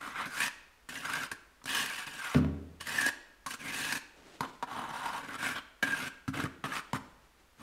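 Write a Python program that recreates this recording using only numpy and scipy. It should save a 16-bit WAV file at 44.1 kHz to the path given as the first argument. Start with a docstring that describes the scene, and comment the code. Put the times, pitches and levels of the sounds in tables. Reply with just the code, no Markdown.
"""Steel grinds over sand at once, in short pulls: a trowel smooths wet concrete over a hole in a tiled floor.
Each drag is random slips and grain clicks, filtered by steel, sand and floor; the ring follows the contact.
Taps are gritty impulses, pats are decaying floor modes, and squeals are wavering sines.
A double bump booms on the skirting board (decaying modes and noise); a sleeve rustles in filtered clicks.
The corner of a small bare room adds echoes, standing waves and a tail over shaped-noise air."""
import sys
import numpy as np
from scipy import signal
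from scipy.io import wavfile
from scipy.ndimage import map_coordinates

SR = 44100
rng = np.random.default_rng(int(sys.argv[2]) if len(sys.argv) > 2 else 0)


def wrap_up_sound(samples):
    """Save the sound to the file named by the first command line argument, as 16-bit audio."""
    columns = np.atleast_2d(samples).T
    # keep every value between -1 and 1, then stretch to whole-number steps
    tamed = np.clip(columns, -1, 1)
    steps = np.round(tamed * 32767).astype(np.int16)
    wavfile.write(sys.argv[1], SR, steps)


N = 336037

# spectrum of the sand's fizz: f/Hz, relative level/dB
FIZZ = [(1800, -65), (3200, -7.5), (4200, 0.5), (5500, 0), (6800, -1.5), (7700, -2.5), (9000, -1.5),
        (11000, -6.5), (13000, -9), (15500, -14.5)]
# spectrum of the floor's thud, also used for the board's shudder: f/Hz, relative level/dB
THUD = [(30, -39.5), (62, -26), (88, -2.5), (110, -0.5), (150, 2.5), (200, -1.5), (270, 3), (350, -4),
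        (520, -8.5), (800, -17.5), (2000, -88.5)]


def gain_of(db):
    """Level definition: an amplitude ratio is 10 to the power dB/20."""
    return 10 ** (np.asarray(db) / 20)


def evened(x):
    """Power normalisation: scales the signal to rms 1."""
    return x / np.sqrt(np.mean(x ** 2) + 1e-20)


def read(points, hz):
    """Logarithmic frequency scale: interpolates a table linearly in log f."""
    f, value = np.transpose(points)
    return np.interp(np.log(hz + 1), np.log(f + 1), value)


def add(mix, s, sound):
    """Superposition: sums a sound into the mix at time s."""
    part = mix[max(round(s * SR), 0):][:len(sound)]
    part += sound[:len(part)]


def colour(x, points, size=4096):
    """Minimum-phase filtering: a causal response of given spectrum keeps the sharp front of clicks."""
    hz = abs(np.fft.fftfreq(size, 1 / SR))
    log_gain = np.log(gain_of(read(points, hz)))
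    spectrum = np.exp(np.conj(signal.hilbert(log_gain)))
    taps = np.fft.ifft(spectrum).real[:size // 2]
    return signal.fftconvolve(x, taps)[:len(x)]


def mode(x, hz, width):
    """Linear resonance: a fixed second-order peak of gain 1 and given bandwidth."""
    return signal.lfilter(*signal.iirpeak(hz, hz / width, fs=SR), x)


def resonate(x, hz, width):
    """Heterodyne resonance: shifts hz to zero, low-passes and shifts back, so hz may move."""
    turn = np.exp(2j * np.pi * np.cumsum(hz * np.ones(len(x))) / SR)
    r = np.exp(-np.pi * width / SR)
    return 2 * (turn * signal.lfilter([1 - r], [1, -r], x / turn)).real


def wander(t, per_s):
    """Band-limited fluctuation: a smooth random curve of about unit size through per_s points a second."""
    return map_coordinates(rng.standard_normal(4096), [t * per_s], order=2, mode="wrap")


def fades(t, length, attack, release):
    """Linear envelope: attack, hold and release, zero outside the length."""
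    return np.clip(np.minimum(t / attack, (length - t) / release), 0, 1)


def grit(count, per_s, spread_db):
    """Shot noise: grain clicks of random time, sign and exponentially spread level in dB."""
    size = gain_of(spread_db * np.minimum(rng.exponential(1, count), 4))
    sign = rng.choice([-1, 1], count)
    return evened(size * sign * (rng.random(count) < per_s / SR))


def chatter(count, per_s, decay, depth):
    """Stick-slip friction: random jumps of the blade surge suddenly and die exponentially."""
    jumps = np.minimum(rng.exponential(.65, count), 1.6) * (rng.random(count) < per_s / SR)
    return 1 + depth * signal.lfilter([1], [1, -np.exp(-1 / (decay * SR))], jumps)


def pings(count, per_s, width, order=24):
    """Impulse response: coarse grains ring briefly at one of many pitches, per_s at each pitch."""
    pitches = np.linspace(2600, 13000, order) + rng.uniform(-200, 200, order)
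    return evened(sum(mode(1. * (rng.random(count) < per_s / SR), f, width) for f in pitches))


def blade(force, hz, width, contact_db, overtone_db, direct_db):
    """Driven plate: steel answers with fixed resonances and a pair set by where it is held down."""
    # steady resonances of blade and handle: f/Hz, width/Hz, relative level/dB
    blade_modes = [(934, 64, 4), (1122, 160, 4), (1360, 18, 0.5), (1620, 16, -2), (1760, 50, -25),
                   (2290, 25, -18), (3006, 39.5, 5.5), (3690, 40, -5)]
    # spectrum of the blade's rasp: f/Hz, relative level/dB
    rasp_spectrum = [(250, -33.5), (480, -5), (720, -4), (1000, 0), (1900, -3), (3000, -4), (4000, -4.5),
                     (6000, -49), (9000, -46)]
    fixed = sum(gain_of(db) * mode(force, f, w) for f, w, db in blade_modes)
    overtone = resonate(force, 1.41 * hz, width)
    contact = resonate(force, hz, width) + gain_of(overtone_db) * overtone
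    answer = fixed + gain_of(contact_db) * contact + gain_of(direct_db) * force
    return colour(answer, rasp_spectrum)


def stroke(start, length, rasp_db, swell_db, arch_db, fizz_db, rumble_db, edge_db, edge_hz, from_hz, to_hz):
    """Common friction source: one uneven drag under changing hand pressure drives steel, sand and floor."""
    t = np.arange(round(length * SR)) / SR
    way = t / length - .5  # -0.5 at the start, 0.5 at the end
    pressure_db = swell_db * way - arch_db * (2 * way) ** 2 + 0.71 * wander(t, per_s=27.4)
    unevenness = gain_of(1.08 * wander(t, per_s=130.35))
    slips = unevenness * chatter(len(t), per_s=90, decay=0.0042, depth=0.892)
    coarse = slips * grit(len(t), per_s=6000, spread_db=2.5)
    sand = slips * grit(len(t), per_s=7900, spread_db=1.0) + .5 * coarse
    # the point of contact slides along the blade; the hand rocks it, and its resonances shift together
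    hz = np.linspace(from_hz, to_hz, len(t))
    rock = 1 + 0.051 * wander(t, per_s=39.53)
    rasp = blade(coarse, hz * rock, width=200, contact_db=21.0, overtone_db=-7.5, direct_db=-2.0)
    edge = resonate(resonate(sand, edge_hz * rock, 370), edge_hz, 1400)
    fizz = colour(sand + 0.71 * slips * pings(len(t), per_s=28, width=78), FIZZ)
    rumble = colour(coarse, THUD)
    # pressing harder makes the edge bite: extra dB of grating per dB of pressure
    bite_db = 0.61 * pressure_db
    parts = [(rasp, -.3), (edge, edge_db - 5.5 + bite_db),
             (fizz, fizz_db - .3), (rumble, rumble_db - 1.5)]
    # the blade settles into the mortar and lifts out again
    contact = fades(t, length, attack=0.015, release=.018)
    return start, contact * sum(gain_of(rasp_db + pressure_db + db) * evened(x) for x, db in parts)


def steel_ring(work):
    """Lightly damped free vibration: narrow modes let the steel ring on faintly after it is lifted."""
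    # free modes of the steel: f/Hz, width/Hz, relative level/dB
    steel_modes = [(1540, 4.4, -9), (1620, 3.8, -3), (1750, 3.7, -22), (1800, 2.7, -16), (2290, 9.7, -9),
                   (3230, 7.6, -36)]
    return sum(gain_of(db + 2.0) * mode(work, f, w) for f, w, db in steel_modes)


def room(x, count=9):
    """Room acoustics: quick echoes and standing waves of the near corner, and a tail from bare walls."""
    # reverberation of the room: f/Hz, t60/s
    room_decay = [(100, 0.36), (400, 1), (1000, 0.76), (1700, 0.64), (2800, 0.69), (7000, 0.51),
                  (14000, 0.25)]
    # standing waves of the corner: f/Hz, width/Hz, relative level/dB
    corner_modes = [(79, 2.46, -13), (108.04, 4.9, -2), (261.6, 6.4, 1.5), (285, 4.8, -3)]
    hz, t, z = signal.stft(rng.standard_normal(SR), SR, nperseg=256)
    decay = gain_of(-60 * t / read(room_decay, hz)[:, None])
    tail = signal.istft(z * decay, SR, nperseg=256)[1]
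    tail = tail * (1 - np.exp(-np.arange(len(tail)) / SR / 0.0037))
    echo = gain_of(-13.5) * tail / np.linalg.norm(tail)
    delay = rng.uniform(.002, 0.015, count)  # s
    early = gain_of(-15) * np.exp(-delay / 0.014) * rng.choice([-1, 1], count)
    echo[(delay * SR).astype(int)] += early
    standing = sum(gain_of(db - 4.5) * mode(x, f, w) for f, w, db in corner_modes)
    return x + standing + signal.fftconvolve(x, echo)[:N]


def room_air():
    """Stationary noise: still room air as white noise shaped by a fixed spectrum."""
    # spectrum of the room air: f/Hz, relative level/dB
    air_spectrum = [(20, 8), (33, -1), (45, 10.5), (60, 8), (120, -9), (260, -3.5), (600, -7.5),
                    (1500, -5.5), (4000, -14.5), (10000, -20.5), (15500, -24.5)]
    return gain_of(-64.5) * evened(colour(rng.standard_normal(N), air_spectrum))


def tap(s, ring_db, hz, thud_db, fizz_db, decay, count=6000, size=400):
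    """Impact excitation: a blow cushioned by mortar, then a brief crunch as the sand gives way."""
    t = np.arange(count) / SR
    press = np.exp(-t / decay) * (1 - np.exp(-t / 0.0012))
    crunch = press * grit(count, per_s=12000, spread_db=1.5)
    force = crunch + 5 * (np.arange(count) == round(.0012 * SR))
    ring = blade(force, hz, width=155, contact_db=26, overtone_db=-10, direct_db=2.5)
    thud = colour(force, THUD)
    fizz = colour(crunch + 2.0 * press * pings(count, per_s=210, width=280), FIZZ)
    parts = [(ring, -9), (thud, thud_db - 11.5), (fizz, fizz_db - 10.5)]
    # each part is levelled by the spread of its first samples
    return s, sum(gain_of(ring_db + db) * x / x[:size].std() for x, db in parts)


def ringing(modes, rise):
    """Modal superposition: decaying sines of a heavy body that takes a moment to move, at peak 1."""
    t = np.arange(SR) / SR
    sound = 0
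    for k, (f, db, t60) in enumerate(modes):
        sound = sound + (-1) ** k * gain_of(db - 60 * t / t60) * np.sin(2 * np.pi * f * t)
    sound = sound * (1 - np.exp(-t / rise))
    return sound / abs(sound).max()


def knock(s, boom_db, clack_db):
    """Modal impact: a blunt blow booms the hollow board under a wooden clack and a loose shudder."""
    # modes of skirting board and wall: f/Hz, relative level/dB, t60/s
    board_modes = [(81.3, -4.5, 0.75), (101, -18, 0.83), (128, 1, 0.17), (149, 4.5, 0.354), (174, -6, 0.75),
                   (208.5, -4.5, 0.505), (248, 4, 0.32), (279.6, -8, 0.81), (393, -7, .5),
                   (462, -9.5, 0.34), (544, -21, 0.35), (592, -8.5, 0.24), (672, -20, 0.35)]
    # spectrum of the board's clack: f/Hz, relative level/dB
    clack_spectrum = [(100, -53), (350, 2.5), (580, 6), (760, -9.5), (950, 0), (1500, -6.5), (3000, -16.5),
                      (8000, -37.5)]
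    t = np.arange(SR) / SR
    rattle = rng.standard_normal(SR) * (np.exp(-t / 0.0022) + 0.26 * np.exp(-t / 0.061))
    clack = colour(rattle + 14 * (t == 0), clack_spectrum)
    shudder = evened(colour(rng.standard_normal(SR), THUD))
    shudder = shudder * np.exp(-t / 0.1116) * (1 - np.exp(-t / 0.012))
    boom = ringing(board_modes, rise=0.0076) + gain_of(-19.0) * shudder
    return s, gain_of(boom_db) * boom + gain_of(clack_db + 1) * clack / abs(clack).max()


def squeal(start, length, hz, db):
    """Friction-locked bending mode: an unsteady, nearly pure tone that builds and lets go."""
    t = np.arange(round(length * SR)) / SR
    turns = np.cumsum(hz * (1 + 0.011 * wander(t, per_s=270))) / SR
    build_db = np.interp(t / length, [0, 0.55, 1], [-15, 0, -15])
    level = gain_of(db + build_db + 1.9 * wander(t, per_s=61))
    tone = np.sqrt(2) * np.sin(2 * np.pi * turns)
    return start, level * tone * signal.windows.tukey(len(t), .1)


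def sleeve_rustle():
    """Modulated shot noise: cloth clicks swell softly as the arm shifts its grip."""
    # movements of the sleeve: start t/s, length t/s, nominal level/dB
    rustles = [(4.112, 0.52, -57.5), (6.68, 0.5, -68), (7.203, 0.1, -61), (7.342, 0.13, -63)]
    # spectrum of the sleeve: f/Hz, relative level/dB
    sleeve_spectrum = [(30, -41), (90, -11.5), (170, 1.5), (330, 5), (560, 1), (900, -5.5), (1700, -7.5),
                       (3000, -8.5), (8000, -17.5), (15000, -38)]
    t = np.arange(N) / SR
    cloth = evened(colour(grit(N, per_s=3000, spread_db=-2.5), sleeve_spectrum))
    motion = sum(gain_of(db) * fades(t - s, length, attack=.09, release=.09) for s, length, db in rustles)
    return cloth * motion * gain_of(2.0 * wander(t, per_s=45))


def pat(s, thump_db):
    """Modal impact: the blade pressed flat sets the tiled floor's damped modes thumping."""
    # modes of the tiled floor: f/Hz, relative level/dB, t60/s
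    floor_modes = [(81, -15, 0.42), (113.2, 3, 0.122), (149, 0.5, 0.12), (203, -5, 0.16), (265.26, -3, 0.2),
                   (312, -16, 0.23)]
    return s, gain_of(thump_db) * ringing(floor_modes, rise=0.0019)


def scene():
    """Superposition: strokes, taps, squeals, pats and knocks share one room, over air and sleeve."""
    # pulls of the blade: start t/s, length t/s, nominal rasp level at the middle/dB,
    # swell from start to end/dB, drop at both ends/dB, then nominal levels re rasp of
    # sand fizz/dB, floor rumble/dB, edge grating/dB; nominal edge resonance f/Hz,
    # nominal blade resonance at start f/Hz, at end f/Hz
    strokes = [ (0.0, 0.14, -41, -0.5, 7.5, -13.5, -12, -11, 2290, 1340, 1440),
               (0.115, 0.16, -37, 5, 15.5, -17.5, -16.5, -15, 2180, 1380, 1340),
               (0.294, 0.167, -38, 20, 1.5, -7, -19, -6, 2380, 1450, 1740),
               (0.448, 0.047, -33.5, -8, 4, -6.5, -18, -9, 2600, 1820, 1800),
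               (0.887, 0.14, -48.5, 4, -6, -4.5, -7, 0.5, 2760, 1533, 1800),
               (1.017, 0.26, -36.5, 1.5, 4.5, -9.5, -14, -4, 2530, 1370, 1510),
               (1.654, 0.23, -35.5, 0.5, 8, -4.5, -14.5, 2.5, 2830, 1600, 1810),
               (1.86, 0.2, -43.5, -2.5, 0, -6, -18, 2, 2500, 1800, 1570),
               (2.055, 0.16, -48, -1, -2.5, -5, -10, 1.5, 2750, 1747, 1600),
               (2.179, 0.22, -38.5, 2.5, 7.5, -10, -25, -3, 2450, 1520, 1400),
               (2.799, 0.09, -51.5, -1, -7, -3, -9, 2.5, 2670, 1620, 1720),
               (2.868, 0.24, -36, 2.5, 3.5, -6, -12, -3.5, 2720, 1780, 1665),
               (3.466, 0.097, -47, 3, 0.5, -1, -8, 0.5, 2530, 1490, 1480),
               (3.583, 0.14, -46.5, 11.5, -1, -5, -4.5, 5, 2230, 1470, 1860),
               (3.715, 0.28, -38.5, -1, 3, -3.5, -10, 1, 2520, 1760, 1680),
               (4.416, 0.054, -40, -3, 2, -19, -6.5, -15, 2480, 930, 910),
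               (4.666, 0.27, -39.5, 2.5, 6, -17, -10, -15, 2590, 890, 940),
               (4.92, 0.29, -39, 0.5, 1, -14.5, -16, -10, 2570, 940, 966),
               (5.192, 0.18, -45.5, 9.5, -3.5, -13, -7, -16, 2440, 1620, 1392),
               (5.372, 0.182, -35.5, 1, 8.5, -10, -11, -6, 2250, 1600, 1520),
               (5.54, 0.062, -38.5, 1, 2, -13, -10.5, 0, 3050, 1460, 1387),
               (5.835, 0.1588, -39, 4.5, 2, -10, -7, -2.5, 2670, 1620, 1550),
               (5.974, 0.12, -39.5, 1.5, 3.5, -7.5, -7, 1, 2390, 1540, 1560),
               (6.328, 0.15, -39, -6.5, 1.5, -13, -1.5, -6, 2550, 1474, 1340),
               (6.645, 0.076, -45.5, -4, -10, -12, -4, -5, 2636, 1220, 1290),
               (6.703, 0.11, -38, 1.5, 5.5, -10, -13.5, -1, 2400, 1265, 1386),
               (6.94, 0.043, -38.5, -6, -6, -11, -6, -16, 2600, 1310, 1320),
               (7.57, 0.078, -57.5, 20, -2, -6.5, 1, -2.5, 2500, 1250, 1170), ]
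    # blade landing or catching a stone: t/s, nominal ring level/dB, blade resonance f/Hz,
    # nominal thud level re ring/dB, nominal fizz level re ring/dB, crunch decay t/s
    taps = [(0.255, -33, 1570, -5, -6.5, 0.026), (0.417, -21, 1900, -38.5, -20, 0.0097),
            (0.888, -33.5, 1800, -11, -3.5, 0.0054), (0.953, -31, 1940, -30, -10, 0.012),
            (1.314, -27.5, 1660, -11, -5, 0.01), (1.616, -48, 1280, -12, -26, 0.0036),
            (1.64, -49, 915, 4, 7, 0.0031), (1.656, -34, 1590, -4, 0.5, 0.0039),
            (2.074, -33, 1790, -26, -22, 0.006), (2.808, -35, 1150, -11, 0, 0.0059),
            (2.869, -31.5, 1900, -24.5, -2.5, 0.0036), (3.009, -29, 1760, -24, 1.5, 0.0074),
            (3.063, -26, 1650, -2, 1, 0.0025), (3.461, -28.5, 1070, -12, -3, 0.011),
            (3.507, -34, 1970, -10.5, -7.5, 0.0095), (3.923, -23.5, 1620, -19, -4, 0.0032),
            (4.406, -21, 1000, -5, -11, 0.0045), (4.625, -22.5, 924, -12.5, -18.5, 0.0089),
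            (5.826, -18, 1620, -8.5, -11, 0.0097), (6.278, -29, 1383, -5, -11, 0.011),
            (6.401, -27.5, 1680, -13, -10, 0.0053), (6.437, -31.5, 1650, 6.5, -6.5, 0.0028),
            (6.639, -25.5, 1230, -2.5, -15.5, 0.0083), (6.719, -27.5, 1620, -13, -30, 0.0039),
            (6.931, -22, 1021, -3.5, -13, 0.0033)]
    # blade held by its tip alone: start t/s, length t/s, mean pitch f/Hz, nominal peak level/dB
    squeals = [(2.983, 0.011, 1755, -22.5), (2.993, 0.108, 1650, -32.5), (5.824, 0.036, 1610, -30),
               (5.861, 0.055, 1610, -38.5), (5.909, 0.049, 1610, -28.5)]
    # blade pressed flat on the floor: t/s, thump level/dB
    pats = [(6.279, -26), (6.345, -35), (6.388, -36), (6.436, -28), (6.93, -27.5)]
    # blows on the skirting board: t/s, nominal boom level/dB, nominal clack level/dB
    knocks = [(2.347, -16, -17), (2.447, -30, -30)]
    work = np.zeros(N)
    for row in strokes:
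        add(work, *stroke(*row))
    for row in taps:
        add(work, *tap(*row))
    work = work + steel_ring(work)
    for row in squeals:
        add(work, *squeal(*row))
    for row in pats:
        add(work, *pat(*row))
    for row in knocks:
        add(work, *knock(*row))
    return (room(work) + room_air() + sleeve_rustle())[None]


def record(dry):
    """Band limitation: a linear-phase low-pass removes the sound above its edge."""
    edge_hz = 15750
    lowpass = signal.firwin(511, edge_hz, window=("kaiser", 9), fs=SR)
    return signal.oaconvolve(dry, lowpass[None], "same")


dry = scene()
out = record(dry)
wrap_up_sound(out)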